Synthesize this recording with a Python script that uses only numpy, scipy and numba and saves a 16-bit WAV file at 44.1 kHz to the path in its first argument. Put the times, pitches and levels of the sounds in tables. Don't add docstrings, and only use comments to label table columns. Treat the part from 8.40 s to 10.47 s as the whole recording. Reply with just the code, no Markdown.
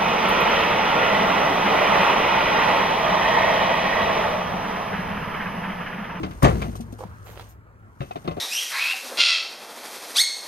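import sys
import numpy as np
from scipy import signal
from scipy.fft import rfft, irfft, next_fast_len
from scipy.io import wavfile
from scipy.ndimage import uniform_filter1d
from numba import njit

SR = 44100
rng = np.random.default_rng(int(sys.argv[2]) if len(sys.argv) > 2 else 0)


def waveform_to_disk(signal):
    frames = np.transpose(np.atleast_2d(signal))
    scaled = np.clip(frames, -1, 1) * 32767
    samples = np.round(scaled).astype(np.int16)
    wavfile.write(sys.argv[1], SR, samples)


N = 91419
TIME = np.arange(N) / SR
CUTOFF_HZ = 14300


def from_db(db):
    return 10 ** (np.asarray(db) / 20)


def rms_one(x):
    return x / np.sqrt(np.mean(x ** 2) + 1e-20)


def in_time(rows):
    seconds, *columns = np.transpose(rows)
    return [np.interp(TIME, seconds, column) for column in columns]


def gate(rows, fade_s=0.012):
    nearest_end_s = np.minimum(TIME - rows[0][0], rows[-1][0] - TIME)
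    return np.clip(nearest_end_s / fade_s + 1, 0, 1)


def at_hz(points, hz):
    f, values = np.transpose(points)
    return np.interp(np.log(np.maximum(hz, 1)), np.log(f), values)


def colour(x, spectrum):
    size = next_fast_len(2 * N)
    gains = from_db(at_hz(spectrum, np.fft.rfftfreq(size, 1 / SR)))
    return rms_one(irfft(rfft(x, size) * gains, size)[:N])


def noise():
    return rng.standard_normal(N)


def drift(rate_hz):
    r = np.exp(-2 * np.pi * rate_hz / SR)
    wander = signal.lfilter([1], [1, -2 * r, r * r], rng.standard_normal(N + SR))
    return rms_one(wander[SR:])


def phase_of(hz):
    return 2 * np.pi * np.cumsum(hz) / SR


def high_pass(x, hz, order):
    return signal.sosfilt(signal.butter(order, hz, "high", fs=SR, output="sos"), x)


def wing_beat():
    mean_beats_per_s, depth_db = 13, 1.5
    beats_per_s = mean_beats_per_s * (1 + 0.2034 * drift(2.5))
    return from_db(depth_db * np.sin(phase_of(beats_per_s)))


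def feather_rustle(beat):
    # t/s, level/dB
    rustle_level = [(0, -35.5), (.2, -32.5), (.4, -36.5), (.7, -38.5), (.95, -41), (1.2, -41.5),
                    (1.38, -39.5), (1.52, -37), (1.62, -39.5), (1.72, -38.5), (2.07, -35.5)]
    # f/Hz, level/dB
    rustle_colour = [(100, -57), (800, -14.5), (2000, 1), (4000, 1.5), (6000, 1), (7700, -5), (8800, -0.5),
                     (10000, -4.5), (11800, -2), (13500, -8.5), (14500, -12.5)]
    flicks_per_s, flick_share, spread_db = 520, 0.28, 2.0
    (db,) = in_time(rustle_level)
    happens = rng.random(N) < flicks_per_s * beat / SR
    strength = from_db(spread_db * np.minimum(rng.exponential(1, N), 4))
    flicks = happens * rng.choice([-1, 1], N) * strength
    rustle = colour(flick_share * rms_one(flicks) + noise(), rustle_colour)
    return beat * from_db(db) * rustle


def wing_air(beat):
    # t/s, level/dB
    air_level = [(0, -47), (.05, -39), (.12, -47), (.3, -50), (.6, -48), (.66, -43.5), (.73, -53.5),
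                 (.79, -34.5), (.88, -46.5), (1.05, -39), (1.2, -37.5), (1.45, -37.5), (1.53, -38),
                 (1.6, -40.5), (1.74, -40.5), (1.85, -43.5), (2.07, -36)]
    # f/Hz, level/dB
    air_colour = [(30, -42), (80, -27), (150, -17), (240, -7), (330, -7), (500, -1), (800, -1.5),
                  (1100, -4), (2000, -10), (4000, -14), (14000, -58)]
    (db,) = in_time(air_level)
    return beat * from_db(db) * colour(noise(), air_colour)


def strokes():
    # t/s, level/dB
    stroke_list = [(0.024, -43), (.655, -45), (0.702, -40), (0.733, -35), (0.783, -38.5)]
    # f/Hz, level/dB
    stroke_colour = [(60, -41), (170, -30), (250, -0.5), (340, -8.5), (520, 5.5), (700, -3.5), (1000, -5),
                     (1500, -6), (3000, -25), (14000, -50)]
    width_s = 0.015
    swell = sum(from_db(db) * np.exp(-.5 * ((TIME - s) / width_s) ** 2) for s, db in stroke_list)
    return swell * colour(noise(), stroke_colour)


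def chirp(pitch, effort, throat, jitter, flutter_db, noise_db, even_db):
    partial_loss_db = 0.5
    (hz,), (db, rough) = in_time(pitch), in_time(effort)
    phase = phase_of(hz * (1 + jitter * rough * drift(566)))
    orders = np.arange(1, 11)[:, None]
    source_db = even_db * (orders % 2 == 0) - partial_loss_db * orders
    gains = from_db(at_hz(throat, orders * hz) + source_db) * (orders * hz < CUTOFF_HZ)
    own_drifts = np.array([drift(180) for _ in orders])
    flutter = from_db(flutter_db * rough * np.tanh(0.2 * drift(270) + own_drifts))
    partials = np.sum(gains * flutter * np.sin(orders * phase), axis=0)
    tone = partials / np.sqrt(np.sum(gains ** 2, axis=0) / 2)
    hiss = colour(noise() * (1 + np.cos(phase)), throat)
    call = gate(effort) * from_db(db) * (tone + from_db(noise_db) * rough * hiss)
    return high_pass(call, 700, order=2)


def yelp():
    # t/s, f/Hz
    pitch = [(1.752, 960), (1.764, 1278), (1.775, 1503), (1.784, 1662), (1.797, 1870), (1.805, 2128),
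             (1.814, 2211), (1.835, 2119)]
    # t/s, level/dB, roughness (0 to 1)
    effort = [(1.754, -31, 0.24), (1.764, -19.5, 0.59), (1.784, -13, 0.5), (1.801, -5, 0.2),
              (1.82, -5.5, 0.13), (1.833, -12.5, 0.33)]
    # f/Hz, level/dB
    throat = [(900, -3), (1600, -10), (2200, -3), (3400, 3.5), (4400, 3.5), (5500, 0), (6600, -2.5),
              (7400, -8.5), (8700, -4.5), (10500, -6.5), (13000, -14), (15000, -37)]
    return chirp(pitch, effort, throat, jitter=0.0774, flutter_db=15, noise_db=-4, even_db=3.5)


def squawk(jitter=.04, noise_db=-2, rattle_db=4.5, rattle_hz=450, second_db=-27):
    # t/s, pitch f/Hz, level/dB
    course = [(.772, 674.6, -29), (.786, 694, -23), (.808, 706.2, -9), (.828, 699.7, -10),
              (.89, 689.6, -10.5), (.94, 667.2, -16), (.975, 628, -20.5), (1.01, 650, -31)]
    # f/Hz, level/dB
    throat = [(250, -54), (560, -12.5), (700, -24), (1120, -10.5), (1380, -10), (1750, -10.5), (2250, -1),
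              (2750, 7), (3280, 4.5), (3650, 0), (4450, 3.5), (4850, -3), (5600, -5.5), (6100, -14),
              (6900, -14), (7800, -24.5), (9350, -18), (10300, -40), (11200, -24), (12200, -53)]
    hz, db = in_time(course)
    phase = phase_of(hz * (1 + jitter * drift(438.4)))
    pulses = rms_one(sum(np.cos(k * phase) for k in range(1, 20)))
    rush = rms_one(noise() * (1 + np.cos(phase)))
    rattle = from_db(rattle_db * np.tanh(drift(rattle_hz)))
    source = (pulses + from_db(noise_db) * rush) * rattle
    second = from_db(second_db) * (1 + 0.91 * drift(60)) * np.sin(2 * phase)
    return gate(course, fade_s=.001) * from_db(db) * (colour(source, throat) + second)


def cage_scatter(x):
    spacings = (.0004, .0007)
    for s in spacings:
        a = np.r_[1, np.zeros(int(s * SR)), 0.5]
        x = signal.lfilter(a[::-1], a, x)
    return x


@njit
def moving_resonance(x, poles):
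    out, state = np.zeros(len(x)), 0j
    for i in range(len(x)):
        state = poles[i] * state + x[i] * np.sqrt(1 - abs(poles[i]) ** 2)
        out[i] = state.real
    return out


def rasp(unevenness=.3, puff_decay=0.99, wobble=0.016, tightening=2.55, edge_loss=0.62):
    # t/s, throat resonance f/Hz, level/dB
    course = [(.32, 1100, -35.5), (.345, 1400, -31.5), (.375, 1850, -29), (.405, 2498, -25.5),
              (.45, 2528, -24), (.49, 2630, -25.5), (.525, 2796, -23), (.545, 2740, -42)]
    # f/Hz, level/dB
    edge_colour = [(400, -52), (750, -5), (1100, 12), (1500, 17.5), (2200, 21.5), (3300, 9), (4200, 19.5),
                   (5500, 4), (7500, -44), (14000, -51)]
    mean_puffs_per_s = 170
    loose_width_hz, tight_width_hz = 1000, 160
    low_hz, low_width_hz = 1083, 190
    ring_db, low_db, whistle_db, edge_db = -3, -5.5, -2, -2
    hz, db = in_time(course)
    cycle = phase_of(mean_puffs_per_s * (1 + unevenness * drift(90))) / (2 * np.pi) % 1
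    puffs = rms_one(uniform_filter1d(np.exp(-puff_decay * cycle), size=24))
    air = puffs * noise()
    focus = (hz / hz.max()) ** tightening
    width = loose_width_hz + focus * (tight_width_hz - loose_width_hz)
    ring = moving_resonance(air, np.exp((2j * hz - width) * np.pi / SR))
    b, a = signal.iirpeak(low_hz, low_hz / low_width_hz, fs=SR)
    low = (1 - focus) * rms_one(signal.lfilter(b, a, puffs * noise()))
    whistle = focus * np.sin(phase_of(hz * (1 + wobble * drift(330)))) * np.sqrt(2) * puffs
    body = from_db(ring_db) * ring + from_db(low_db) * low + from_db(whistle_db) * whistle
    edge = from_db(edge_db) * (1 - edge_loss * focus) * colour(air, edge_colour)
    return gate(course) * from_db(db) * (high_pass(body, 750, order=4) + edge)


def cluck():
    # t/s, pitch f/Hz, level/dB
    course = [(.53, 800, -69), (.54, 782, -33.5), (.555, 700, -54)]
    hz, db = in_time(course)
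    return gate(course) * from_db(db) * np.sin(phase_of(hz))


def far_chirps():
    # t/s, f/Hz
    first_pitch = [(0, 1898), (.03, 1927), (.07, 1825)]
    second_pitch = [(.10, 2425), (.122, 2495), (.136, 2930), (.165, 2827), (.188, 3210), (.2, 3290)]
    # t/s, level/dB, roughness (0 to 1)
    first_effort = [(0, -28.5, 0.65), (.035, -34.5, 0.52), (.07, -41, 0.4)]
    second_effort = [(.10, -40, 0.22), (0.136, -22, 0.13), (0.169, -23, 0.33), (0.198, -30, 0.13)]
    # f/Hz, level/dB
    throat = [(1000, -48), (1900, -15), (3000, 6), (3900, 4), (4800, -10), (5700, -6.5), (6800, -13),
              (8700, -12.5), (10000, -28), (11500, -14), (13000, -27), (15000, -12)]
    first = chirp(first_pitch, first_effort, throat, jitter=.12, flutter_db=5, noise_db=-3.5, even_db=-5)
    second = chirp(second_pitch, second_effort, throat, jitter=0.1, flutter_db=1, noise_db=-11, even_db=3.5)
    return first + second


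def far_echo(x):
    delay_s, level_db = 0.11, -22
    late = np.interp(TIME - delay_s, TIME, x)
    return from_db(level_db) * signal.lfilter([.4], [1, -.6], late)


def room(x):
    # f/Hz, t/s
    fade_times = [(200, 1), (1000, 0.65), (3000, 0.49), (6000, 0.67), (13000, 0.16)]
    delay_s = 0.0018
    t, edges = TIME[:SR], np.geomspace(100, 16000, 9)
    tail = 0
    for low, high in zip(edges, edges[1:]):
        band_filter = signal.butter(2, [low, high], "band", fs=SR, output="sos")
        band = signal.sosfilt(band_filter, rng.standard_normal(SR))
        tail = tail + band * from_db(-60 * t / at_hz(fade_times, np.sqrt(low * high)))
    tail = tail * np.clip(t / delay_s - 1, 0, 1)
    return signal.fftconvolve(x, tail / np.sqrt(np.sum(tail ** 2)))[:N]


def rumble():
    # f/Hz, level/dB
    rumble_colour = [(25, -2), (60, 2), (120, -16), (400, -35), (2000, -70)]
    return from_db(-66) * colour(noise(), rumble_colour)


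def scene():
    beat = wing_beat()
    shaking = feather_rustle(beat) + wing_air(beat) + strokes()
    far, sharp = far_chirps(), yelp()
    harsh = rasp() + cage_scatter(squawk()) + cluck()
    direct = from_db(-1) * far + from_db(1.5) * harsh + from_db(-2.5) * sharp
    sent_to_room = from_db(4) * far + harsh + from_db(-2) * sharp
    calls = direct + far_echo(sharp) + from_db(-5) * room(sent_to_room)
    mono = shaking + calls + rumble()
    return np.array([mono, mono])


def record(dry):
    notch_hz, notch_width_hz, low_cut_hz = 2899, 250, 123
    knee_db, slope, recovery_db_per_s, attack_s = -20, 0.63, 10, 0.0065
    b, a = signal.iirnotch(notch_hz, notch_hz / notch_width_hz, fs=SR)
    x = high_pass(signal.lfilter(b, a, dry), low_cut_hz, order=2)
    level_db = 10 * np.log10(np.abs(uniform_filter1d(x[0] ** 2, size=256)) + 1e-12)
    over_db = slope * np.maximum(level_db - knee_db, 0)
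    recovered_db = recovery_db_per_s * TIME
    held_db = np.maximum.accumulate(over_db + recovered_db) - recovered_db
    r = np.exp(-1 / (attack_s * SR))
    x = x * from_db(-signal.lfilter([1 - r], [1, -r], held_db))
    return signal.sosfilt(signal.ellip(10, .2, 80, CUTOFF_HZ, fs=SR, output="sos"), x)


dry = scene()
out = record(dry)
waveform_to_disk(out)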